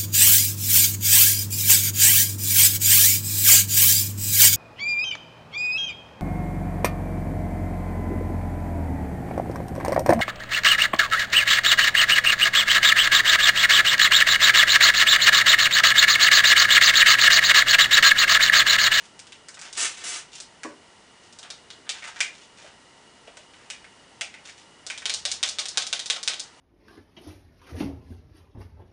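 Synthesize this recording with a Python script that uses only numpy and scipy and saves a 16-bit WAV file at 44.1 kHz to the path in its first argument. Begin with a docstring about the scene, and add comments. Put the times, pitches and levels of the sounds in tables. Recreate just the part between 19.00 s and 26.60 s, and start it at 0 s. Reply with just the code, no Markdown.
"""A paper packet is ripped open in two pulls, made of grains of noise for the fibres letting go.
Fingers slide on it as rubbed noise and its creases snap as short impulses; a hand lands on a wooden table.
The packet is then tapped over a bowl, about six strong taps a second, with springing paper between them.
A small hard-walled kitchen answers every paper and hand sound with scattered echoes and a short tail.
Underneath lie a steady hiss with narrow whines and a low drone that swells near the end."""
import sys
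import numpy as np
from scipy import signal
from scipy.fft import rfft, irfft, next_fast_len
from scipy.io import wavfile
from scipy.ndimage import map_coordinates

SR = 44100
rng = np.random.default_rng(int(sys.argv[2]) if len(sys.argv) > 2 else 0)


def to_wav(sig):
    """Store sig (one row per channel, or 1-D mono) as 16-bit WAV at the path in sys.argv[1].

    Samples outside -1..1 are clipped; the rate is SR.
    """
    pcm = np.clip(np.atleast_2d(sig), -1, 1) * 32767
    pcm = np.round(pcm).astype(np.int16)
    wavfile.write(sys.argv[1], SR, pcm.T)  # frames by channels


N = 335160
SHOT = 16384  # samples in one short sound or impulse response
TIME, SHOT_TIME = np.arange(N) / SR, np.arange(SHOT) / SR
SHOT_HZ = np.fft.rfftfreq(SHOT, 1 / SR)
TOP_HZ = 10080  # end of the treble

# Colour of the background hiss. Each row: frequency in Hz, relative level in dB.
HISS_COLOUR = [(13, -50), (22, -12), (171, -2), (244, -2.5), (429, -2.5), (540, -4), (924, -4), (1050, -6),
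               (1620, -10), (1940, -9.5), (2570, -11.5), (2930, -7), (3410, -11.5), (5010, -12),
               (10000, -18), (13000, -62), (22000, -120)]
# Narrow whines in the hiss. Each row: frequency in Hz, width in Hz, lift in dB.
WHINES = [(917, 22, 7), (1370, 75, 5.5), (1940, 230, 6), (2893, 48, 8)]
# Low drone over time. Each row: time in seconds, level in dB.
DRONE_LEVELS = [(0, -82), (5.7, -78.5), (6.3, -64.5), (6.8, -74), (7.6, -78)]
HISS_DB, WHINE_DB = -53.5, -69.5
WAVER_DB, WAVER_RATE = 2, 4.7  # the highest whine comes and goes: depth, random points a second

# Decay of the room. Each row: frequency in Hz, time to fall 60 dB in seconds.
KITCHEN_DECAY = [(150, 0.4), (1000, 0.3), (2800, 0.28), (7000, 0.24), (10000, 0.2)]

# The hand landing on the table. Each row: start in seconds, strength in dB.
KNOCKS = [(1.648, -4.5), (1.656, -7.5)]
# Modes of the wooden table. Each row: frequency in Hz, mean level in dB, time to fall 60 dB in seconds.
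WOOD_MODES = [(243, -11, 0.2), (321, -1.5, 0.12), (387, -0.5, 0.055), (438, 1.5, 0.061), (503, -7, 0.036),
              (591, -1, 0.083), (664, -2.5, 0.07), (986, -2, 0.05), (1130, 0.5, 0.042), (1490, -8, 0.083),
              (1690, -9, 0.067), (1950, -11, 0.045)]
# Dull bumps of the fingers on the packet. Each row: start in seconds, strength in dB, pitch in Hz.
BUMPS = [(2.786, -24, 385), (3.624, -26, 650), (3.644, -20.5, 616), (4.279, -17, 590), (4.372, -22, 610),
         (5.217, -15.5, 730)]

# Fingers sliding on the packet.
# Each row: moment of full level in seconds, length held in seconds, rub in dB, crinkle in dB.
SLIDES = [(0.01, 0.049, -61, -52), (0.626, 0.055, -47.5, -43.5), (0.761, .025, -51, -39.5),
          (1.338, 0.064, -61, -45.5), (2.243, 0.021, -74, -53.5), (2.45, 0.014, -49, -62),
          (2.875, 0.0079, -50, -74), (2.944, 0.053, -49, -46.5), (3.05, 0.035, -42, -44),
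          (3.165, 0.04, -46, -47.5), (3.347, 0.089, -66, -50), (3.59, 0.09, -53, -50.5),
          (4.547, .12, -59, -64), (5.464, 0.028, -54, -45.5), (5.592, 0.0073, -62, -48),
          (5.937, .04, -54, -52), (6.1, 1.39, -59.5, -71), (6.317, .006, -55, -38), (6.758, .004, -54, -49)]
# Colour of skin on paper. Each row: frequency in Hz, relative level in dB.
RUB_COLOUR = [(150, -28), (400, -17.5), (650, -5), (1000, -2.5), (1600, 2), (2600, -3), (4000, -8),
              (10000, -55)]
# Colour of tiny wrinkles giving way. Each row: frequency in Hz, relative level in dB.
CRINKLE_COLOUR = [(1000, -24), (2500, 0), (3500, 0), (6500, -2), (10000, -13.5)]
SLIDE_ATTACK_S, SLIDE_RELEASE_S = 0.027, 0.021

# Resonances of the folded packet. Each row: frequency in Hz, width in Hz, lift in dB.
PACKET_RESONANCES = [(1526, 75, 6.5), (1930, 280, 5), (2360, 380, 6), (2930, 160, 2.5), (3360, 460, 3.5),
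                     (3710, 310, 4), (5190, 1900, 1.5), (6030, 670, 2.5), (6800, 460, 3), (9400, 220, 0)]
# Colour of the puff of air. Each row: frequency in Hz, relative level in dB.
PUFF_COLOUR = [(50, -45), (300, -15.5), (470, -6.5), (600, 0), (750, -2), (970, -7), (1250, -1),
               (1700, -2.5), (3000, -37)]
FOLLOW_DELAY_S = 0.001412  # smaller folds give way this long after the first

# Creases snapping through.
# Each row: start in seconds, strength in dB, panel pitch in Hz, crack against the panel's ring in dB.
CREASES = [(0.1924, -12, 2810, 7), (0.2692, -19.5, 3000, 2), (0.3224, -13, 3030, -2.5),
           (0.4855, -10.5, 1500, 8.5), (0.5436, -15.5, 3580, 6), (0.5719, -17.5, 1510, -16),
           (0.5921, -13.5, 2320, 8), (0.6147, -12, 2200, 14), (0.7285, -8.5, 3670, 8),
           (1.3533, -13, 3150, 9), (1.4022, -7.5, 4240, 6), (1.6338, -6, 1720, 1), (2.3266, -20, 3690, 7),
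           (2.388, -12.5, 3840, 7.5), (2.4299, -13.5, 3430, -2), (2.5032, -6, 4340, -4),
           (2.7036, -11, 3920, -17), (2.8926, 3.5, 3460, -0.5), (3.024, -10, 2110, -22),
           (3.041, -9, 2090, -5), (3.0749, -14, 1710, 6), (3.1611, -12, 1460, -17), (3.2053, 10, 2380, -1),
           (4.2752, -19, 2800, -22), (4.3707, -15, 2980, 1), (4.5361, -23, 3010, -22),
           (4.7017, -3.5, 2680, 1.5), (4.8434, -17, 1920, -11), (5.211, 2.5, 2650, 0),
           (5.3411, -12.5, 2140, -11), (5.4885, -16, 1910, -8), (5.866, -5, 4480, 1.5),
           (5.9009, -0.5, 2500, -4), (5.9773, -7, 3400, 1), (6.0209, -11.5, 1820, -5)]
# Colour of a crease's crack. Each row: frequency in Hz, relative level in dB.
CREASE_CRACK_COLOUR = [(2500, -33), (4300, -1.5), (5300, 2), (6400, 0), (7500, 1), (8600, 1.5), (10000, -9)]
CREASE_PUFF_DB = -13  # puff against the ring, for a crease of strength 0 dB
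PUFF_PER_STRENGTH = -0.3  # the stronger a crease snaps, the less it puffs: dB per dB
CREASE_FOLLOW = 0.33  # share of the smaller folds that follow

# Finger taps and the packet springing back.
# Each row: start in seconds, strength in dB, crack against the panel's ring in dB.
TAPS = [(6.056, 5, -3.5), (6.0964, 5, -1), (6.1396, 4, 14), (6.2528, 6, -3), (6.316, 4, 11),
        (6.4294, 9, -0.5), (6.4365, 0.5, -12), (6.4768, -4, 0), (6.4892, 1, 12), (6.586, 3, -10),
        (6.5938, 2, 7), (6.656, -2, 1.5), (6.6852, -1.5, 17), (6.7737, 10, -4.5), (6.8223, -1.5, -3),
        (6.8678, -2, 7), (6.9284, 7, -3), (6.9937, 0, 1.5), (7.059, -2.5, 5), (7.1002, 9.5, -3.5),
        (7.1637, -5.5, -30), (7.23, -2, 7), (7.2768, 9, -3.5), (7.3355, -3.5, -10), (7.3966, -1, 9)]
# Colour of a tap's crack. Each row: frequency in Hz, relative level in dB.
TAP_CRACK_COLOUR = [(2500, -22.5), (4200, 0.5), (5000, 1.5), (6700, -2), (7500, -2.5), (8800, -2.5),
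                    (10000, -9.5)]
# Air in the bowl. Each row: frequency in Hz, mean level in dB, time to fall 60 dB in seconds.
BOWL_MODES = [(463.5, 0.5, 0.089), (613, -2.5, 0.15), (702, 5, 0.073), (772, 3, 0.095), (870, -1, .12),
              (1094, 1.5, 0.13), (1263, 4, 0.11)]
TAP_PANEL_HZ = 3760  # every tap flips the same panel
TAP_DETUNE = 0.065  # but never bent quite the same way twice: typical share of its pitch
TAP_PUFF_DB = -15  # puff against the ring, for a crack of 0 dB
PUFF_PER_CRACK = -0.33  # the sharper the crack, the less air moves: dB per dB
TAP_FOLLOW = 0.14  # share of the smaller folds that follow
TICKS_DB, BOWL_DB = -15, -9  # stray ticks against the snap; the bowl's answer against the puff

# Pulls of the tear and the slow creep between them. Each row: moment of full level in seconds,
# length held in seconds, level halfway in dB, crisp treble against the body halfway in dB.
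RIPS = [(0.776, 0.08, -31, 6), (0.893, 0.054, -51.5, -1), (0.972, 0.066, -44, -1.5),
        (1.043, 0.13, -39, 5.5)]
# Colour of the tearing fibres. Each row: frequency in Hz, relative level in dB.
TEAR_COLOUR = [(100, -49), (200, -31), (330, -10.5), (600, -14), (900, -13.5), (1200, -6), (2300, -3.5),
               (3700, -3.5), (4700, -6), (6200, -2.5), (8000, -4.5), (10000, -10.5)]
RIP_ATTACK_S, RIP_RELEASE_S = 0.0061, 0.024
RIP_BUILD_DB, RIP_DULL_DB = 3.5, 5  # over one pull the force grows and the treble dulls
SNAG_DB, SNAG_RATE = 0.5, 90  # the tear catches and runs on: depth, random points a second
TOUGH_DB, TOUGH_RATE = -10, 390  # a few tough fibres: level of their layer, number a second


def amp(db):
    """Decibels to gain."""
    return 10 ** (np.asarray(db) / 20)


def unit(x):
    """x at rms 1."""
    return x / np.sqrt(np.mean(x ** 2) + 1e-20)


def one_shot(x):
    """x at energy 1."""
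    return x / (np.linalg.norm(x) + 1e-20)


def along(points, hz):
    """Points of frequency and value, read on a log frequency axis."""
    point_hz, values = np.transpose(points)
    return np.interp(np.log(hz + 1), np.log(point_hz + 1), values)


def hump(hz, centre_hz, width_hz, lift_db):
    """Gain of one resonance standing on a flat response."""
    return 1 + (amp(lift_db) - 1) / (1 + (2 * (hz - centre_hz) / width_hz) ** 2)


def resonance(centre_hz, quality):
    """Gain of a damped flap of paper, more sharply tuned at high quality; rms 1."""
    ratio = (SHOT_HZ + 1) / centre_hz
    detune = ratio - 1 / ratio
    return unit(1 / np.sqrt((1 + (quality * detune) ** 2) * (1 + (0.16 * detune) ** 2)))


def filtered(x, response):
    """x shaped by a gain that is a function of frequency."""
    size = next_fast_len(len(x) + SHOT)
    return irfft(rfft(x, size) * response(np.fft.rfftfreq(size, 1 / SR)), size)[:len(x)]


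def causal(gain):
    """The most abrupt impulse with this spectrum: minimum phase, by folding the cepstrum."""
    cepstrum = irfft(np.log(gain + 1e-6))
    cepstrum[1:SHOT // 2] *= 2
    cepstrum[SHOT // 2 + 1:] = 0
    return irfft(np.exp(rfft(cepstrum)))


def add(track, s, sound):
    """Mix a sound into the track at time s."""
    part = track[max(round(s * SR), 0):][:len(sound)]
    part += sound[:len(part)]


def swell(s, length, attack, release):
    """Gain of one hand movement: it rises until s, holds for its length and dies away."""
    rise = np.clip((TIME - s) / attack + 1, 0, 1)
    return rise * np.exp(-np.clip((TIME - s - length) / release, 0, 20))


def wobble(rate):
    """A smooth random curve through this many random points a second."""
    knots = rng.standard_normal(SHOT)
    return map_coordinates(knots, [TIME * rate], mode="wrap")


def ringing(modes, attack):
    """One blow on an object, each mode at a new strength and phase; energy 1."""
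    ring = np.zeros(SHOT)
    for hz, db, t60 in modes:
        decay = amp(db + rng.normal(0, 0.77) - 60 * SHOT_TIME / t60)
        ring += decay * np.sin(2 * np.pi * (hz * SHOT_TIME + rng.random()))
    return one_shot(ring * (1 - np.exp(-SHOT_TIME / attack)))


def kitchen(x, early_db, tail_db):
    """Direct sound, a scatter of echoes off bowl, table and near wall, then the dying room."""
    # the tail is noise that dies at its own pace in each band
    hz, t, bands = signal.stft(rng.standard_normal(SHOT), SR, nperseg=256)
    decay = amp(-60 * t / along(KITCHEN_DECAY, hz)[:, None])
    tail = signal.istft(bands * decay, SR, nperseg=256)[1][:SHOT]
    tail *= np.clip(SHOT_TIME / 0.0009, 0, 1)
    window = (SHOT_TIME > 0.0035) & (SHOT_TIME < 0.009)
    echoes = rng.choice([-1, 1], SHOT) * (rng.random(SHOT) < 3500 / SR)
    near = echoes * window * np.exp(-SHOT_TIME / 0.012)
    response = amp(early_db) * one_shot(near) + amp(tail_db) * one_shot(tail)
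    response[0] += 1  # direct sound
    return signal.fftconvolve(x, one_shot(response))[:len(x)]


def background():
    """Steady hiss with narrow whines, the highest one wavering, and a low drone that swells near the end."""
    def colour(hz):
        return amp(along(HISS_COLOUR, hz)) * np.prod([hump(hz, *whine) for whine in WHINES], axis=0)

    hiss = amp(HISS_DB) * unit(filtered(rng.standard_normal(N), colour))
    centre_hz, width_hz, _ = WHINES[-1]
    whine = unit(filtered(rng.standard_normal(N),
                          lambda hz: 1 / (1 + ((hz - centre_hz) / width_hz) ** 2)))
    waver = amp(WHINE_DB + WAVER_DB * wobble(WAVER_RATE))
    drone_hz = 80.7
    drift = 0.0035 * np.cumsum(rng.standard_normal(N))
    phase = 2 * np.pi * drone_hz * TIME + drift
    drone = unit(np.sin(phase) + amp(-26) * np.sin(2 * phase))
    drone_gain = amp(np.interp(TIME, *np.transpose(DRONE_LEVELS)))
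    return hiss + waver * whine + drone_gain * drone


def knocks():
    """The hand sets the table top ringing in its wood modes; finger pads thump the packet at one pitch each."""
    out = np.zeros(N)
    for s, db in KNOCKS:
        wood = ringing(WOOD_MODES, attack=0.00034)
        add(out, s, amp(db) * one_shot(kitchen(wood, early_db=-9.5, tail_db=-1.5)))
    for s, db, hz in BUMPS:
        thump = ringing([(hz, 0, 0.02)], attack=0.001)
        add(out, s, amp(db) * one_shot(kitchen(thump, early_db=-1, tail_db=0)))
    # small surfaces radiate little bass
    return signal.sosfilt(signal.butter(3, 170, "highpass", fs=SR, output="sos"), out)


def fibres(spectrum, rate, scatter_db):
    """Fibres letting go at random moments with uneven strength; rms 1."""
    strength = amp(scatter_db * np.clip(rng.standard_normal(N), -2, 2))
    sizes = strength * rng.choice([-1, 1], N)
    breaks = sizes * (rng.random(N) < rate / SR)
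    return unit(signal.fftconvolve(breaks, causal(amp(along(spectrum, SHOT_HZ))))[:N])


def handling():
    """Skin rubs the paper while tiny wrinkles give way."""
    rub = fibres(RUB_COLOUR, rate=700, scatter_db=5)
    crinkle = fibres(CRINKLE_COLOUR, rate=830, scatter_db=7)
    out = np.zeros(N)
    for s, length, rub_db, crinkle_db in SLIDES:
        slide = swell(s, length, SLIDE_ATTACK_S, SLIDE_RELEASE_S)
        out += slide * (amp(rub_db) * rub + amp(crinkle_db) * crinkle)
    return kitchen(out, early_db=-3, tail_db=-3)


def smaller_folds(rate, settle):
    """A burst of small impulses that starts a moment after the snap and dies away; energy 1."""
    sizes = rng.standard_normal(SHOT) * (rng.random(SHOT) < rate / SR)
    burst = sizes * np.exp(-SHOT_TIME / settle)
    return one_shot(np.roll(burst, round(FOLLOW_DELAY_S * SR)))


def buckle(panel_hz, puff_db, crack_db, follow, crack_spectrum, quality, settle):
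    """A paper panel flips: a puff of air, a brief ring, the crack of the fold, then smaller folds follow."""
    puff = amp(puff_db) * unit(amp(along(PUFF_COLOUR, SHOT_HZ)))
    ring = resonance(panel_hz, quality)
    crack = amp(crack_db) * unit(amp(along(crack_spectrum, SHOT_HZ)))
    packet = np.prod([hump(SHOT_HZ, *row) for row in PACKET_RESONANCES], axis=0)
    snap = causal(np.sqrt(puff ** 2 + ring ** 2 + crack ** 2) * packet)
    # the bending wave bounces between the packet's edges: a short train of pulses, same colour
    lap = np.exp(-2j * np.pi * SHOT_HZ * rng.uniform(0.00035, 0.0006))
    bounces = (lap - 0.7) / (1 - 0.7 * lap)
    folds = 1 + follow * rfft(smaller_folds(1500, settle))
    return one_shot(irfft(rfft(snap) * bounces * folds))


def creases():
    """Single panels snap through as the packet is bent and opened."""
    out = np.zeros(N)
    for s, db, panel_hz, crack_db in CREASES:
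        puff_db = CREASE_PUFF_DB + PUFF_PER_STRENGTH * db
        snap = buckle(panel_hz, puff_db, crack_db, CREASE_FOLLOW, CREASE_CRACK_COLOUR,
                      quality=2.34, settle=0.0009)
        add(out, s, amp(db) * one_shot(kitchen(snap, early_db=0, tail_db=3)))
    return out


def stray_ticks(count, spread):
    """Small wrinkles pop just after a blow, each at its own pitch, the later the weaker; energy 1."""
    ticks = np.zeros(SHOT)
    for pitch, delay, size in rng.random((count, 3)):
        pop = causal(resonance(3000 + 4500 * pitch, quality=14))
        add(ticks, spread * delay, (1 - delay) * size * pop)
    return one_shot(ticks)


def tapping():
    """A finger strikes the upturned packet; the paper springs back with stray ticks and the bowl answers."""
    out = np.zeros(N)
    for s, db, crack_db in TAPS:
        puff_db = TAP_PUFF_DB + PUFF_PER_CRACK * crack_db
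        panel_hz = TAP_PANEL_HZ * np.exp(TAP_DETUNE * rng.standard_normal())
        snap = buckle(panel_hz, puff_db, crack_db, TAP_FOLLOW, TAP_CRACK_COLOUR,
                      quality=2.3, settle=0.0044)
        ticks = amp(TICKS_DB) * stray_ticks(count=7, spread=0.068)
        bowl = amp(puff_db + BOWL_DB) * ringing(BOWL_MODES, attack=0.0051)
        add(out, s, amp(db) * one_shot(kitchen(snap + ticks + bowl, early_db=0.5, tail_db=2)))
    return out


def tearing():
    """Fibres break; each pull starts crisp and grows fuller as the force builds, snagging on its way."""
    common = fibres(TEAR_COLOUR, rate=6000, scatter_db=5)
    tough = fibres(TEAR_COLOUR, rate=TOUGH_RATE, scatter_db=6)
    grain = unit(common + amp(TOUGH_DB) * tough)
    treble = filtered(grain, lambda hz: 1 / (1 + (4800 / (hz + 1)) ** 6))
    body, treble = unit(grain - treble), unit(treble)
    out = np.zeros(N)
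    for s, length, db, crisp_db in RIPS:
        progress = np.clip((TIME - s) / length, 0, 1) - 0.5  # 0 halfway through the pull
        force = amp(db + RIP_BUILD_DB * progress)
        pull = force * swell(s, length, RIP_ATTACK_S, RIP_RELEASE_S)
        out += pull * (body + amp(crisp_db - RIP_DULL_DB * progress) * treble)
    snags = amp(SNAG_DB * wobble(SNAG_RATE))
    return kitchen(out * snags, early_db=-5, tail_db=-4)


def scene():
    """All layers summed into one channel."""
    return (background() + knocks() + handling() + creases() + tapping() + tearing())[None]


def record(dry):
    """A steep low-pass, 200 Hz wide, ends the treble."""
    def band_limit(hz):
        return np.clip((TOP_HZ - hz) / 200 + 0.5, 0, 1)

    return np.array([filtered(x, band_limit) for x in dry])


dry = scene()
out = record(dry)
to_wav(out)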